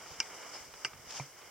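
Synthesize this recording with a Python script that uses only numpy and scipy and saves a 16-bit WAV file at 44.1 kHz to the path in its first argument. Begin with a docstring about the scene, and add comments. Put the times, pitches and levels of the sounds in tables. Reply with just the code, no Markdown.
"""A quiet pasture, with a hand-held camera swung across it. The plastic case clicks sharply twice,
each snap ringing its modes, while the shifting grip ticks faintly and a light scrape squeaks.
Soft cloth, like a sleeve, brushes past and ends in a dull bump on the camera's body.
Behind lie a faint handling rumble, a steady outdoor rush with a high rustle, and microphone hiss."""
import sys
import numpy as np
from scipy import signal
from scipy.fft import rfft, irfft, next_fast_len
from scipy.io import wavfile
from scipy.ndimage import map_coordinates

SR = 44100
rng = np.random.default_rng(int(sys.argv[2]) if len(sys.argv) > 2 else 0)


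def generate_wav(sig):
    """Save sig (samples, or channels by samples) to the path in sys.argv[1] as 16-bit PCM at SR."""
    pcm = np.round(np.clip(np.atleast_2d(sig).T, -1, 1) * 32767).astype(np.int16)
    wavfile.write(sys.argv[1], SR, pcm)


N = 66150


def clicks():
    """A light first touch, then the snap: the case's modes, a crack and a short dense rattle."""
    # snaps: t/s, level/dB, touch lead/s, touch re crack/dB, crack re level/dB, rattle re level/dB
    snaps = [(0.2022, 1.5, .001, 3, -27, -41), (.8481, 1.5, 0.00052, -2, -30, -35)]
    # modes of the case: f/Hz, t60/s, left minus right/dB
    case_modes = [(392, .07, 4), (895, .06, -1), (1220, .04, 0), (1563, .022, -4), (2050, .04, 0),
                  (2165, .2, 0), (2345, .05, -1), (2812, .016, -2.5), (2990, .05, -2), (4680, .025, 3),
                  (4978, .045, 1.5), (5300, .004, 2), (5478, .02, 4), (5810, .035, 0), (6140, .035, 2),
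                  (7050, .01, 0), (8100, .01, 8)]
    # how hard each click's spot drives the modes: a row per click, drive/dB for each mode
    spots = [(-51.5, -45, -55.5, -30.5, -45, -47, -31, -21.5, -38.5, -52, -30, -9, -21, -31, -32, -27, -36),
             (-48.5, -40.5, -41, -26.5, -32.5, -48, -36, -18.5, -44, -29, -33, -13, -44, -48, -51, -39, -39)]
    # colour of the crack and rattle: f/Hz, level/dB
    colour = [(80, 1), (900, -4), (1300, 7.5), (1800, -3), (2400, 9.5), (3000, 5), (3500, -24), (4250, -21),
              (4800, 10), (6000, 7), (6800, -6.5), (8300, -4), (9800, -18), (16000, -43)]
    attack_s, crack_t60_s, port_lag_s = 0.00045, 0.0055, 0.00002
    out = np.zeros((2, N))
    for (start, db, lead, touch_db, crack_db, rattle_db), spot in zip(snaps, spots):
        modes = sum(amp(drive_db) * pan(side_db) * ring(start, hz, t60, attack_s)
                    for (hz, t60, side_db), drive_db in zip(case_modes, spot))
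        touch = amp(touch_db) * decay(start - lead, crack_t60_s, attack_s)
        crack = amp(crack_db) * (touch + decay(start, crack_t60_s, attack_s))
        rattle = amp(rattle_db) * decay(start, t60=0.097, attack=0.0018)
        out += amp(db) * (modes + (crack + rattle) * noise(colour))
    # a dip near 4 kHz in the microphone's response hollows the clicks
    notch = signal.iirnotch(4050, Q=6, fs=SR)
    out = low_cut(signal.lfilter(*notch, out), hz=217, order=2)
    delay_s = np.array([[0.5], [-0.5]]) * port_lag_s  # the right microphone port hears it first
    return filtered(out, lambda hz: np.exp(-2j * np.pi * hz * delay_s))


def ticks():
    """Small shifts of the grip, and a light rebound just after the first snap: each a short burst, duller or
    brighter, with no bass."""
    # grip shifts, and at 0.227 s the rebound after the first snap: t/s, level/dB, tilt/(dB per octave)
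    shifts = [(.06, -43, -11), (0.227, -44, 1), (0.427, -39, -8.5), (0.553, -40, -11.5),
              (0.738, -42.5, -5.5), (.932, -45.5, -6), (1.107, -37.5, 4.5), (1.141, -43.5, -15),
              (1.257, -61, -7), (1.417, -50, -6)]
    # tick colour before the tilt: f/Hz, level/dB
    colour = [(30, -50), (200, -31), (500, -7.5), (1300, 3.5), (1800, 1), (2800, 5.5), (3900, 2),
              (5400, 5.5), (9000, -9), (16000, -51)]
    out = np.zeros((2, N))
    for start, db, tilt in shifts:
        tilted = [(hz, band_db + tilt * np.log2(hz)) for hz, band_db in colour]
        out += amp(db) * decay(start, t60=0.032, attack=0.00045) * noise(tilted)
    return low_cut(out, hz=284, order=4)


def bumps():
    """A soft blow knocks the shell, makes it buzz and leaves the body ringing low."""
    # blows on the body: t/s, low ring level/dB, knock level/dB
    blows = [(0.109, -51, -50), (0.8465, -52.5, -71), (1.1978, -33, -34.5)]
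    # modes of the shell: f/Hz, relative level/dB, t60/s
    shell_modes = [(775, 8, 0.013), (936, 1, 0.022), (2340, -5, 0.066)]
    # colour of the shell's buzz: f/Hz, level/dB
    buzz_colour = [(100, -17), (700, -14), (1200, 0.5), (1800, -37), (2100, 1), (2480, -11), (2750, -25),
                   (8000, -42)]
    body_modes = [(137, 0), (280, -18)]  # f/Hz, relative level/dB
    body_attack_s, buzz_db = 0.0027, -9
    out = np.zeros((2, N))
    for start, low_db, knock_db in blows:
        body = sum(amp(db) * ring(start + body_attack_s, hz, t60=0.13, attack=body_attack_s)
                   for hz, db in body_modes)
        knock = sum(amp(db) * ring(start, hz, t60, attack=0.00051) for hz, db, t60 in shell_modes)
        buzz = amp(buzz_db) * decay(start, t60=0.063, attack=0.00083) * noise(buzz_colour)
        out += (amp(low_db) * body + amp(knock_db) * knock) * pan(db=-3) + amp(knock_db) * buzz
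    return out


def scrape():
    """Light friction excites a narrow band of the case's ring: a thin, rough squeak."""
    # squeak colour: f/Hz, level/dB
    colour = [(4200, -38), (4650, -3), (4850, -17), (5060, 1), (5300, 2), (6000, -43)]
    return amp(-38) * decay(start=0.533, t60=0.15, attack=0.009) * noise(colour)


def brushes():
    """Cloth slides over the case in grainy swells."""
    # cloth strokes: peak t/s, level/dB, rise/s, fall/s
    strokes = [(.14, -52, .08, 0.025), (.548, -52, 0.038, 0.12), (1.109, -49.5, 0.04, 0.044),
               (1.174, -42.5, 0.039, 0.036)]
    # colour of cloth on plastic: f/Hz, level/dB
    colour = [(40, -33), (150, -11.5), (500, -11.5), (1200, -5.5), (1800, -11.5), (3100, -7), (4000, -12.5),
              (5200, 0), (6300, -1), (8000, -10.5), (10000, -23.5), (16000, -35)]
    t = clock()
    swell = sum(amp(db) * np.exp(-np.where(t < peak, ((t - peak) / rise) ** 2, (t - peak) / fall))
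                for peak, db, rise, fall in strokes)
    grain_db = 1.5 * wobble(rate=350)
    return swell * unit(amp(grain_db) * noise(colour))


def rumble():
    """The moving hand pushes the camera in soft low lumps over a faint, even rumble."""
    # pushes of the hand: t/s, level/dB, half length/s
    pushes = [(.115, -55, 0.011), (0.191, -54, 0.0056), (0.613, -69, 0.017), (0.675, -61.5, 0.017),
              (.745, -69, 0.021), (0.945, -62, 0.024), (1.006, -65.5, 0.031), (1.071, -59.5, .014)]
    # rumble colour: f/Hz, level/dB
    colour = [(15, -18), (40, -1), (62, -4.5), (90, -1), (125, 1.5), (190, -9), (400, -10), (2000, -84)]
    lumps = sum(amp(db) * np.exp(-((clock() - peak) / width) ** 2) for peak, db, width in pushes)
    return (amp(-72.5) + lumps) * noise(colour)


def background():
    """A bed of outdoor rush and high rustle, both fluttering slightly, over even microphone hiss."""
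    # rush envelope: t/s, level/dB
    rush_levels = [(0, -52), (.1, -54), (.3, -51), (.55, -50.5), (.7, -57.5), (.82, -55), (1, -58.5),
                   (1.15, -51.5), (1.32, -60.5), (1.42, -54.5), (1.5, -57)]
    # rush colour: f/Hz, level/dB
    rush_colour = [(40, -44), (120, -13.5), (280, -4), (430, 1.5), (700, 1), (1500, 0), (1850, -4),
                   (2170, 1.5), (2380, -2.5), (2600, -11), (2950, -1.5), (3400, -11.5), (4300, -19),
                   (9000, -31), (16000, -40)]
    # rustle envelope: t/s, level/dB
    rustle_levels = [(0, -53.5), (.1, -55.5), (.3, -52.5), (.5, -52.5), (.6, -53), (.7, -58), (.82, -53),
                     (.95, -60.5), (1.05, -58), (1.23, -54.5), (1.32, -59), (1.5, -57.5)]
    # rustle colour: f/Hz, level/dB
    rustle_colour = [(1000, -13), (4200, -18), (4800, 3), (5400, 7), (6100, 4), (6700, 2), (8000, 1.5),
                     (9500, -10), (16000, -30)]
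    rush = amp(curve(rush_levels) + 0.84 * wobble(rate=73)) * noise(rush_colour)
    rustle = amp(curve(rustle_levels) + 1.24 * wobble(rate=120)) * noise(rustle_colour)
    hiss = amp(-61) * rng.standard_normal((2, N))
    return rush + rustle + hiss


def noise(colour):
    """Coloured stereo noise of rms 1 as the two microphone ports hear it."""
    # likeness of the two ports: f/Hz, left-right correlation
    likeness = [(60, .88), (160, 0.77), (270, 0.39), (500, 0.81), (1200, 0.85), (2500, 0.95), (4000, 0.84),
                (5500, 0.08), (8000, -0.62), (12000, -0.58)]
    # stereo balance: f/Hz, left minus right/dB
    balance = [(60, -2), (500, -3.5), (1300, -2.5), (2600, -1.5), (4500, 2.5), (8000, 0.5), (12000, -5.5)]

    def mid_side_gains(hz):
        width = np.arccos(np.clip(along(likeness, hz), -1, 1)) / 2
        return amp(along(colour, hz)) * [np.cos(width), np.sin(width)]

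    mid, side = filtered(rng.standard_normal((2, N)), mid_side_gains)
    left_right = np.array([mid + side, mid - side])
    return unit(filtered(left_right, lambda hz: pan(along(balance, hz))))


def ring(start, hz, t60, attack):
    """One struck mode: a dying sine."""
    return decay(start, t60, attack) * np.sin(2 * np.pi * hz * (clock() - start))


def decay(start, t60, attack):
    """Envelope of a blow: quick rise, then a fall of 60 dB in t60 seconds."""
    t = np.maximum(clock() - start, 0)
    return np.exp(-np.log(1000) * t / t60) * (1 - np.exp(-t / attack))


def wobble(rate):
    """A smooth random curve, rate knots a second."""
    return map_coordinates(rng.standard_normal(4096), [clock() * rate], mode="wrap")


def curve(points):
    """Join (t/s, value) points by straight lines."""
    return np.interp(clock(), *np.transpose(points))


def along(points, hz):
    """Read (f/Hz, value) points at hz on a log frequency axis."""
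    freqs, values = np.transpose(points)
    return np.interp(np.log(hz + 1), np.log(freqs + 1), values)


def filtered(x, response):
    """Shape the spectrum of x by the gain response(hz)."""
    size = next_fast_len(N + SR // 2)
    gains = response(np.fft.rfftfreq(size, 1 / SR))
    return irfft(rfft(x, size) * gains, size)[..., :N]


def low_cut(x, hz, order):
    """Butterworth high-pass."""
    return signal.sosfilt(signal.butter(order, hz, "highpass", fs=SR, output="sos"), x)


def pan(db):
    """Left and right gains; positive dB leans left."""
    return np.vstack([amp(db / 2), amp(-db / 2)])


def amp(db):
    """Decibels to gain."""
    return 10 ** (np.asarray(db) / 20)


def unit(x):
    """Scale to rms 1."""
    return x / np.sqrt(np.mean(x ** 2) + 1e-20)


def clock():
    """Time of every sample in seconds."""
    return np.arange(N) / SR


def scene():
    """Handling sounds over the pasture's background."""
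    return clicks() + ticks() + scrape() + bumps() + brushes() + rumble() + background()


def record(dry):
    """The microphone sheds the deepest bass, and the camera keeps nothing above its band limit."""
    return filtered(low_cut(dry, hz=30, order=2), lambda hz: hz < 15950)


dry = scene()
out = record(dry)
generate_wav(out)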